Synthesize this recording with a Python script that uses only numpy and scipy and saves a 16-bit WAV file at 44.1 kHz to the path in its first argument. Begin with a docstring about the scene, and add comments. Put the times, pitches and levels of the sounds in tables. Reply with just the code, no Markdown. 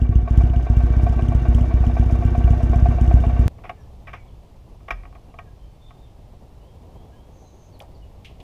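"""On an asphalt drive, a twin-cylinder motorcycle that has just caught idles lumpily, missing now and then.
Each firing excites the resonances of the exhaust; knocks, chain and valve gear set the metal ringing.
The scene cuts to the same machine rolling down the drive with its engine off: air rumbles on the
microphone, the tyres hiss softly, the gear lever clunks, birds call far off and the controls click."""
import sys
import numpy as np
from scipy import signal
from scipy.fft import rfft, irfft
from scipy.io import wavfile

SR = 44100
rng = np.random.default_rng(int(sys.argv[2]) if len(sys.argv) > 2 else 0)


def bounce(signal):
    """Save signal as a 16-bit WAV file at the path given by the first command-line argument."""
    frames = np.transpose(np.atleast_2d(signal))
    limited = np.clip(frames, -1, 1)
    pcm = np.round(limited * 32767).astype(np.int16)
    wavfile.write(sys.argv[1], SR, pcm)


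N = 371746
CUT_S = 3.4802  # idling gives way to rolling
TIME = np.arange(N) / SR
BLOW = np.arange(16384) / SR  # time since a blow [s]

# The two cylinders, the weaker first:
# (thump level [dB], lag [s], moment of the drive's knock [share of stroke], knock over clatter [dB])
CYLINDERS = [(-3, .0016, .485, 21.5), (-1.4, .0005, .41, 16)]
# The engine gathers strength: (time [s], level [dB])
EFFORT = [(0, -1), (.4, -1), (1.6, 0.2), (1.9, 0.5)]
# Clatter of chain and valve gear: (time [s], level [dB])
CLATTER_LEVEL = [(.27, -52), (.36, -46), (.62, -48.5), (.8, -45.5), (3.45, -45)]
# Spectrum of the dead, non-resonant part of a blow: (frequency [Hz], relative level [dB])
THUD_SPECTRUM = [(150, 3), (450, 4), (1100, 3), (1600, 3.5), (2400, 7), (3000, -3.5), (3600, -8),
                 (4200, -21), (5800, -16.5), (8000, -30.5), (15000, -27.5)]


def amp(db):
    """Amplitude ratio: tenfold for every 20 dB."""
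    return 10 ** (np.asarray(db) / 20)


def unit_rms(x):
    """Normalisation to a mean power of 1."""
    return x / np.sqrt(np.mean(x ** 2) + 1e-20)


def level(rows):
    """Gain envelope interpolated through (time [s], level [dB])."""
    return amp(np.interp(TIME, *np.transpose(rows)))


def add(mix, s, sound):
    """Superposition: a sound joins the mix at time s."""
    start = round(s * SR)
    sound = sound[max(-start, 0):]
    part = mix[max(start, 0):][:len(sound)]
    part += sound[:len(part)]


def excite(response, x):
    """A linear system driven by x: convolution with its impulse response, scaled to unit energy."""
    return signal.oaconvolve(x, response / np.linalg.norm(response))[:len(x)]


def colour(x, spectrum):
    """Minimum-phase filter of mean power gain 1, shaped by (frequency [Hz], relative level [dB])."""
    hz, db = np.transpose(spectrum)
    bin_hz = abs(np.fft.fftfreq(8192, 1 / SR))
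    log_gain = np.log(amp(np.interp(np.log(bin_hz + 1), np.log(hz), db)))
    response = np.fft.ifft(np.exp(np.conj(signal.hilbert(log_gain)))).real
    return excite(response[:len(bin_hz) // 2], x)


def cutoff(x, hz, kind="low", order=2):
    """Butterworth filter: a flat passband that rolls off beyond hz."""
    return signal.sosfilt(signal.butter(order, hz, kind, fs=SR, output="sos"), x)


def bell_db(hz, centre, octaves):
    """Resonance-like hump, 6 dB down at the given octaves from its centre."""
    return -20 * np.log10(1 + (np.log2(hz / centre) / octaves) ** 2)


def band(x, centre, octaves):
    """Band-pass filtering by a bell-shaped spectrum."""
    hz = np.geomspace(100, 16000, 30)
    return colour(x, np.transpose([hz, bell_db(hz, centre, octaves)]))


def wander(hz):
    """Random fluctuation of rms 1: noise low-passed at hz."""
    spectrum = rfft(rng.standard_normal(N)) / (1 + (np.fft.rfftfreq(N, 1 / SR) / hz) ** 4)
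    return unit_rms(irfft(spectrum, N))


def grainy_noise(depth_db, hz):
    """Random amplitude modulation gives white noise a grain."""
    return unit_rms(rng.standard_normal(N) * amp(depth_db * wander(hz)))


def burst(rise_s, decay_s):
    """A noise transient that swells, then decays exponentially."""
    return rng.standard_normal(len(BLOW)) * (1 - np.exp(-BLOW / rise_s)) * np.exp(-BLOW / decay_s)


def ring(hz, db, t60, glide=0):
    """Free decay of one damped mode, whose pitch rises by the fraction glide."""
    cycles = hz * (BLOW + glide * (BLOW - .03 * (1 - np.exp(-BLOW / .03))))
    return amp(db - 60 * BLOW / t60) * np.cos(2 * np.pi * cycles)


def strike(modes, contact_s, vary_db):
    """Impact excitation: modes swell during contact, then decay freely; no two blows are alike."""
    hz, db, t60 = np.transpose(modes)[:, :, None]
    strength, detune, phase = rng.standard_normal((3, len(modes), 1))
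    t = BLOW[:len(BLOW) // 2]
    swell = np.sin(np.pi / 2 * np.minimum(t / contact_s, 1)) ** 2
    decay = amp(db + vary_db * strength - 60 * np.maximum(t - contact_s, 0) / t60)
    tones = np.sin(2 * np.pi * (hz * (1 + .008 * detune) * t + phase))
    return np.pad((swell * decay * tones).sum(0), (0, len(t)))


def crank():
    """Phase is the integral of rate: returns time and the count of strokes made by then."""
    # The idle hunts, then settles: (time [s], firing rate [1/s])
    speed = [(-0.045, 17.26), (0.05, 13.08), (0.14, 15.83), (0.26, 11.59), (0.37, 16.21), (0.55, 15.57),
             (0.62, 14.57), (0.87, 14.85), (0.97, 15.71), (1.13, 15.14), (1.25, 16.76), (1.39, 14.11),
             (1.48, 15.68), (2.0, 15.58), (2.2, 15.73), (3.48, 15.8)]
    t = np.arange(speed[0][0], N / SR, 1 / SR)
    return t, np.cumsum(np.interp(t, *np.transpose(speed))) / SR


def firings(spread_db=0.62):
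    """Pulse train of two alternating cylinders: (time [s], stroke length [s], cylinder, level [dB])."""
    # The weaker cylinder misses, or fires extra hard: (time [s], level [dB])
    stumbles = [(.228, -6), (.375, 0.9), (.633, -13.5), (.768, 1.8), (1.033, -0.1), (1.286, -0.3),
                (1.421, -6), (1.549, 0.6), (1.678, -6.5), (1.932, -6), (2.315, -4.5), (2.569, -7.5),
                (2.951, -8.5), (3.331, -6.5)]
    t, count = crank()
    starts = np.interp(np.arange(np.interp(CUT_S, t, count) + 1), count, t)
    strokes = []
    for k, (s, length) in enumerate(zip(starts, np.diff(starts))):
        usual_db, lag = CYLINDERS[k % 2][:2]
        db = next((odd_db for at, odd_db in stumbles if abs(at - s) < length / 2), usual_db)
        db += np.interp(s, *np.transpose(EFFORT)) + spread_db * rng.standard_normal()
        strokes.append((s + lag, length, k % 2, db))
    return strokes


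def exhaust(strokes, puff_s=0.00072):
    """Pipe resonance: a valve ticks, gas spits, then a pressure pulse rings the pipe as turbulence rasps."""
    # Pipe and silencer: (frequency [Hz], level [dB], T60 [s], pitch rise as hot gas arrives [fraction])
    pipe_modes = [(54, -47.5, 0.74, 0), (59.3, -4, 0.23, 0), (91.8, -8.5, 0.14, 0.055),
                  (125.8, -23, 0.5, 0.013), (152, -26, 0.21, 0), (223.9, -14, 0.31, 0.101),
                  (320.8, -27.5, 0.28, 0.071)]
    # Turbulence in the pipe: (frequency [Hz], relative level [dB])
    rasp_spectrum = [(60, -54.5), (130, -9.5), (260, 2.5), (420, -4), (600, -14), (1200, -25.5),
                     (3000, -52.5)]
    # Spitting gas: (frequency [Hz], relative level [dB])
    gas_spectrum = [(800, -20), (2400, -4), (3000, 3), (4100, -10), (5500, 0), (7600, -1), (9000, -8),
                    (10500, -5), (12000, -13), (14000, -10), (15500, -20)]
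    # A valve closing: (frequency [Hz], level [dB], T60 [s])
    valve_modes = [(2833, 1, 0.03), (3053, -2, .022), (3324, -5.5, .02), (6200, -12, .03)]
    # Lighter valve ticks in the stronger cylinder's stroke: (moment [share of stroke], level [dB])
    tappets = [(.19, -56), (.61, -56.5)]
    pipe, rasp, gas, valves = np.zeros((4, N))
    for s, length, cylinder, db in strokes:
        ringing = sum(amp(2 * rng.standard_normal()) * ring(*mode) for mode in pipe_modes)
        add(pipe, s - .001, amp(db) * ringing)
        effort_db = np.interp(s, *np.transpose(EFFORT))
        add(rasp, s, amp(db + effort_db) * burst(0.0017, 0.13))
        spit_db = max(3 + 3.1 * db, -18)  # grows faster than the thump; even a miss spits
        spit = burst(0.0015, 0.0019) + amp(-13.5) * burst(0.0015, 0.019)
        add(gas, s - .0035, amp(spit_db) * spit)
        tick_db = -49 + spit_db / 2 + 4 * rng.standard_normal()
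        add(valves, s - .005, amp(tick_db) * strike(valve_modes, contact_s=0.0024, vary_db=1.4))
        for share, tappet_db in tappets if cylinder else []:
            tick = strike(valve_modes, contact_s=0.0042, vary_db=1.9)
            add(valves, s + share * length, amp(tappet_db) * tick)
    puff = BLOW ** 2 * np.exp(-BLOW / puff_s)  # the valve opens gradually
    thumps = -signal.oaconvolve(pipe, puff / puff.sum())[:N]
    thumps = cutoff(thumps, hz=450)  # the silencer rounds the edge
    flow_noise = amp(-37) * colour(rasp, rasp_spectrum) + amp(-43) * colour(gas, gas_spectrum)
    return amp(0.66) * thumps + flow_noise + valves


def knock_times(strokes, spread_db=0.5):
    """Backlash: the drive knocks as the crank slows in each stroke. Returns (time [s], level [dB])."""
    # Now and then the slack is taken up with a bang: (time [s], level [dB])
    hard_knocks = [(.275, -21), (.407, -25.5), (1.065, -18.5), (1.190, -21.5), (1.451, -22.5), (1.837, -22),
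                   (1.966, -18.5), (2.530, -24.5), (2.730, -19.5), (2.787, -23.5), (2.856, -18.5),
                   (2.908, -24.5), (3.110, -20), (3.236, -21)]
    knocks = list(hard_knocks)
    for s, length, cylinder, _ in strokes:
        share, over_db = CYLINDERS[cylinder][2:]
        at = s + share * length
        db = np.interp(at, *np.transpose(CLATTER_LEVEL)) + over_db + spread_db * rng.standard_normal()
        if all(abs(at - hard_s) > length / 2 for hard_s, _ in hard_knocks):
            knocks.append((at, db))
    return knocks


def drive_knocks(strokes, bounce_s=.008, bounce_db=-8.5):
    """Impact and rebound: each knock thuds and rings, then the parts touch again more softly."""
    # Ringing of a knock: (frequency [Hz], level [dB], T60 [s])
    knock_modes = [(426, -16, 0.06), (694.4, -2, 0.071), (690.3, -6, 0.04), (847, -16, 0.042),
                   (1118, -11.5, 0.039), (1557, -21.5, 0.12), (2366, -20, 0.019), (3750, -39.5, 0.05)]
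    rings, thuds = np.zeros((2, N))
    for s, db in knock_times(strokes):
        add(rings, s - .001, amp(db) * strike(knock_modes, contact_s=0.0057, vary_db=1.3))
        rebound_s = s + bounce_s * (.5 + rng.random())
        add(rings, rebound_s, amp(db + bounce_db) * strike(knock_modes, contact_s=0.005, vary_db=2.4))
        add(thuds, s, amp(db) * burst(0.0018, 0.025))
    return amp(-1) * rings + amp(-25) * colour(thuds, THUD_SPECTRUM)


def clatter(swing_db=1.5, peak_share=0.57):
    """Forced vibration: rattling chain and valve gear ring the engine cases, under a gritty whirr."""
    # Engine cases: (frequency [Hz], relative level [dB], T60 [s])
    case_modes = [(343.4, 4, 0.21), (469, -3, 0.2), (616, -1.5, 0.14), (715.4, 5, 0.12), (868, -14.5, 0.12),
                  (1133, -9, 0.26), (1312, -21.5, 0.072), (1464, -15, 0.16), (2333, -10.5, 0.08),
                  (2774, -17.5, 0.18), (3655, -15, 0.1)]
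    # Non-resonant part of the rattle: (frequency [Hz], relative level [dB])
    rattle_spectrum = [(200, -6), (400, 0), (900, -2), (1400, -6), (2400, -8), (3000, -11), (3750, -15),
                       (4200, -25), (8000, -50)]
    # Hiss of the moving parts: (frequency [Hz], relative level [dB])
    whirr_spectrum = [(2000, -6), (3600, -4), (4100, -9), (4800, 0), (6400, 1), (7000, -5), (9000, -11),
                      (10400, -9), (11700, -16), (14000, -15), (15500, -25)]
    running = level(CLATTER_LEVEL)
    stroke_count = np.interp(TIME, *crank())
    swing = amp(swing_db * np.cos(2 * np.pi * (stroke_count - peak_share)))  # one swell a stroke
    rattle = running * swing * grainy_noise(depth_db=1, hz=116)
    cases = cutoff(sum(ring(*mode) for mode in case_modes), hz=3800, order=8)  # they pass little treble
    metal = excite(cases, rattle) + amp(-5.5) * colour(rattle, rattle_spectrum)
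    whirr = running * colour(grainy_noise(depth_db=3, hz=70), whirr_spectrum)
    return amp(6) * metal + amp(-16) * whirr


def thin_metal():
    """Narrow resonances: thin metal, probably the cooling fins, rings on, swelling and fading at random."""
    # Resonances: (frequency [Hz], width [Hz], level relative to the clatter [dB])
    resonances = [(1556, 24, -10), (1830, 30, -15)]
    tones = np.zeros(N)
    for hz, width, db in resonances:
        envelope = wander(width) + 1j * wander(width)
        tones += amp(db) * (envelope * np.exp(2j * np.pi * hz * TIME)).real
    return level(CLATTER_LEVEL) * tones


def wind():
    """Turbulent pressure: air rumbles on the microphone over a faint, steady hiss."""
    # Open air and wind: (frequency [Hz], relative level [dB])
    air_spectrum = [(20, -5), (50, 1.5), (110, -4.5), (170, -10), (300, -13.5), (700, -32.5), (1100, -30.5),
                    (1500, -40.5), (3000, -38.5), (5500, -44), (8000, -48.5), (15000, -54)]
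    # Strength of the rumble: (time [s], level [dB])
    rumble_level = [(3.52, -40.5), (5.7, -43), (7.7, -44.5), (8.0, -42.5)]
    air = colour(rng.standard_normal(N), air_spectrum)
    rumble = level(rumble_level) * cutoff(air, hz=220)
    hiss = amp(-45) * cutoff(air, hz=220, kind="high")
    return rumble + hiss


def tyres():
    """Rolling noise: gritty asphalt excites the tyres, more loudly with speed."""
    # Tyres on asphalt: (frequency [Hz], relative level [dB])
    tyre_spectrum = [(120, 4.5), (250, -0.5), (320, -3.5), (450, -4), (750, -5), (1000, -11.5),
                     (1400, -28.5), (3000, -33.5), (8000, -41)]
    # The noise follows the speed: (time [s], level [dB])
    rolling_level = [(3.48, -49), (3.9, -51.5), (4.5, -52.5), (5.0, -50), (5.7, -53.5), (6.8, -50),
                     (7.05, -46.5), (7.4, -50), (8.43, -49)]
    return level(rolling_level) * colour(grainy_noise(depth_db=2, hz=24), tyre_spectrum)


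def gearbox(shudder_s=4.912):
    """Modal ringing: lever and gear dogs chatter against the gearbox; the hardest blow rocks the frame."""
    # Blows of the gear change: (time [s], level [dB], time scale of chatter [s], strongest band [Hz])
    clunks = [(3.583, -52.5, 0.011, 700), (3.6386, -39.5, 0.017, 636), (3.6518, -41.5, 0.01, 790),
              (3.6943, -29, 0.0062, 850), (4.0716, -38, 0.02, 1500), (4.1326, -33.5, 0.015, 1440),
              (4.807, -57, 0.0031, 1090), (4.883, -33, 0.0061, 1140), (4.9062, -19, 0.0064, 2330),
              (5.0349, -47, 0.0045, 895), (5.0532, -44, 0.0044, 1230), (5.1262, -51.5, 0.0046, 1010),
              (5.1516, -45.5, 0.0066, 925), (5.3417, -43.5, 0.0017, 945), (5.3884, -32.5, 0.0041, 1460),
              (5.908, -45, 0.0022, 1170)]
    # Gearbox: (frequency [Hz], level [dB], T60 [s])
    gear_modes = [(415, -5.5, 0.11), (507, -10, 0.17), (677, -0.5, 0.1), (729, 0, 0.094), (840, -10, 0.11),
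                  (1110, 0, 0.058), (1252, -8, 0.1), (1570, -14, 0.091), (1886, -11, 0.087),
                  (2080, -41, 0.028), (2326, 1.5, 0.021), (2670, -13, 0.015), (3380, -36, 0.21),
                  (5080, -24, 0.12), (5400, -27, 0.055)]
    rings, thuds = np.zeros((2, N))
    for s, db, chatter_s, focus_hz in clunks:
        modes = [(hz, mode_db + bell_db(hz, focus_hz, 0.86), t60) for hz, mode_db, t60 in gear_modes]
        add(rings, s - .001, amp(db) * strike(modes, contact_s=0.65 * chatter_s, vary_db=1.3))
        add(thuds, s - .001, amp(db) * band(burst(0.00056, 1.45 * chatter_s), focus_hz, octaves=3.7))
    blows = rings + amp(-6) * colour(thuds, THUD_SPECTRUM)
    blows += amp(-20) * excite(burst(0.0035, 0.062), blows)  # the rest of the machine rings on
    shudder = ring(hz=42.7, db=-23.5, t60=0.54) * (1 - np.exp(-BLOW / 0.012))
    add(blows, shudder_s, shudder)
    return blows


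def birds(waver=0.017, trill_hz=6280, trill_db=-69, trill_buzz=0.042):
    """Frequency modulation: far birds give arching whistles and two buzzy trills, scattered by trees."""
    # Whistles: (time [s], length [s], start pitch [Hz], end pitch [Hz], level [dB])
    whistles = [(3.77, 0.054, 1750, 1620, -68), (3.798, .033, 5850, 5270, -70),
                (3.886, 0.37, 3550, 3430, -80), (4.165, 0.069, 2300, 2210, -63),
                (4.276, 0.025, 3550, 2700, -66), (5.287, 0.062, 2730, 2710, -69),
                (5.452, 0.05, 1670, 1580, -67), (5.593, .068, 3150, 3030, -72),
                (5.808, 0.099, 3550, 3500, -62), (5.87, .032, 3620, 2800, -66),
                (5.98, .094, 3640, 3580, -70), (6.034, 0.062, 3510, 2760, -72),
                (6.575, 0.17, 2680, 3330, -73), (6.902, .18, 2920, 3400, -73), (7.1, 0.19, 2750, 3330, -73),
                (7.123, 0.029, 1630, 1630, -64), (7.438, .068, 4060, 3860, -70),
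                (7.725, 0.042, 4500, 3760, -64), (7.943, .029, 4720, 4050, -67),
                (8.018, 0.031, 2970, 2680, -63.5)]
    # Another bird's trills: (time [s], length [s])
    trills = [(7.31, 0.264), (7.553, .15)]
    calls, flutter = np.zeros(N), wander(390)
    notes = [(*row, waver) for row in whistles]
    notes += [(s, length, trill_hz, trill_hz, trill_db, trill_buzz) for s, length in trills]
    for s, length, start_hz, end_hz, db, depth in notes:
        progress = np.linspace(0, 1, int(length * SR))
        arch = abs(np.sin(np.pi * progress))
        glide_hz = end_hz - start_hz
        hz = start_hz + glide_hz * progress + arch * (0.0126 * start_hz + 0.152 * abs(glide_hz))
        hz *= 1 + depth * np.roll(flutter, -int(s * SR))[:len(hz)]
        add(calls, s, amp(db) * np.sqrt(2 * arch) * np.sin(2 * np.pi * np.cumsum(hz) / SR))
    trees = burst(.008, .05)
    return calls + amp(-3) * excite(trees, calls)


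def controls(tail_db=-17):
    """Damped light impacts: each control clicks drily in its own band, with a short tail."""
    # Clicks: (time [s], level [dB], centre [Hz], half-width [octaves], decay [s])
    clicks = [(7.794, -46, 11500, 0.56, 0.0022), (7.8033, -36, 2750, 0.42, 0.0022),
              (7.808, -40.5, 660, 0.36, 0.025), (7.822, -41, 4500, 0.92, 0.0011),
              (8.2474, -43.5, 2740, 0.35, 0.026), (8.4014, -49, 2940, 0.34, .011)]
    mix = np.zeros(N)
    for s, db, centre, octaves, decay_s in clicks:
        click = burst(0.00063, decay_s) + amp(tail_db) * burst(0.0024, 4 * decay_s)
        add(mix, s - .001, amp(db) * band(click, centre, octaves))
    return mix


def scene():
    """Sources superpose in mono: the idling engine, then at once the quiet roll."""
    strokes = firings()
    idling = exhaust(strokes) + drive_knocks(strokes) + clatter() + thin_metal()
    rolling = wind() + tyres() + gearbox() + birds() + controls()
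    return np.where(TIME < CUT_S, idling, rolling)[None]


def record(dry):
    """Band limiting: the microphone passes 9 Hz to 15.5 kHz."""
    dry = cutoff(dry, hz=9, kind="high", order=1)
    low_pass = signal.firwin(511, 15500, window=("kaiser", 9), fs=SR)
    return signal.oaconvolve(dry, low_pass[None], "same")


dry = scene()
out = record(dry)
bounce(out)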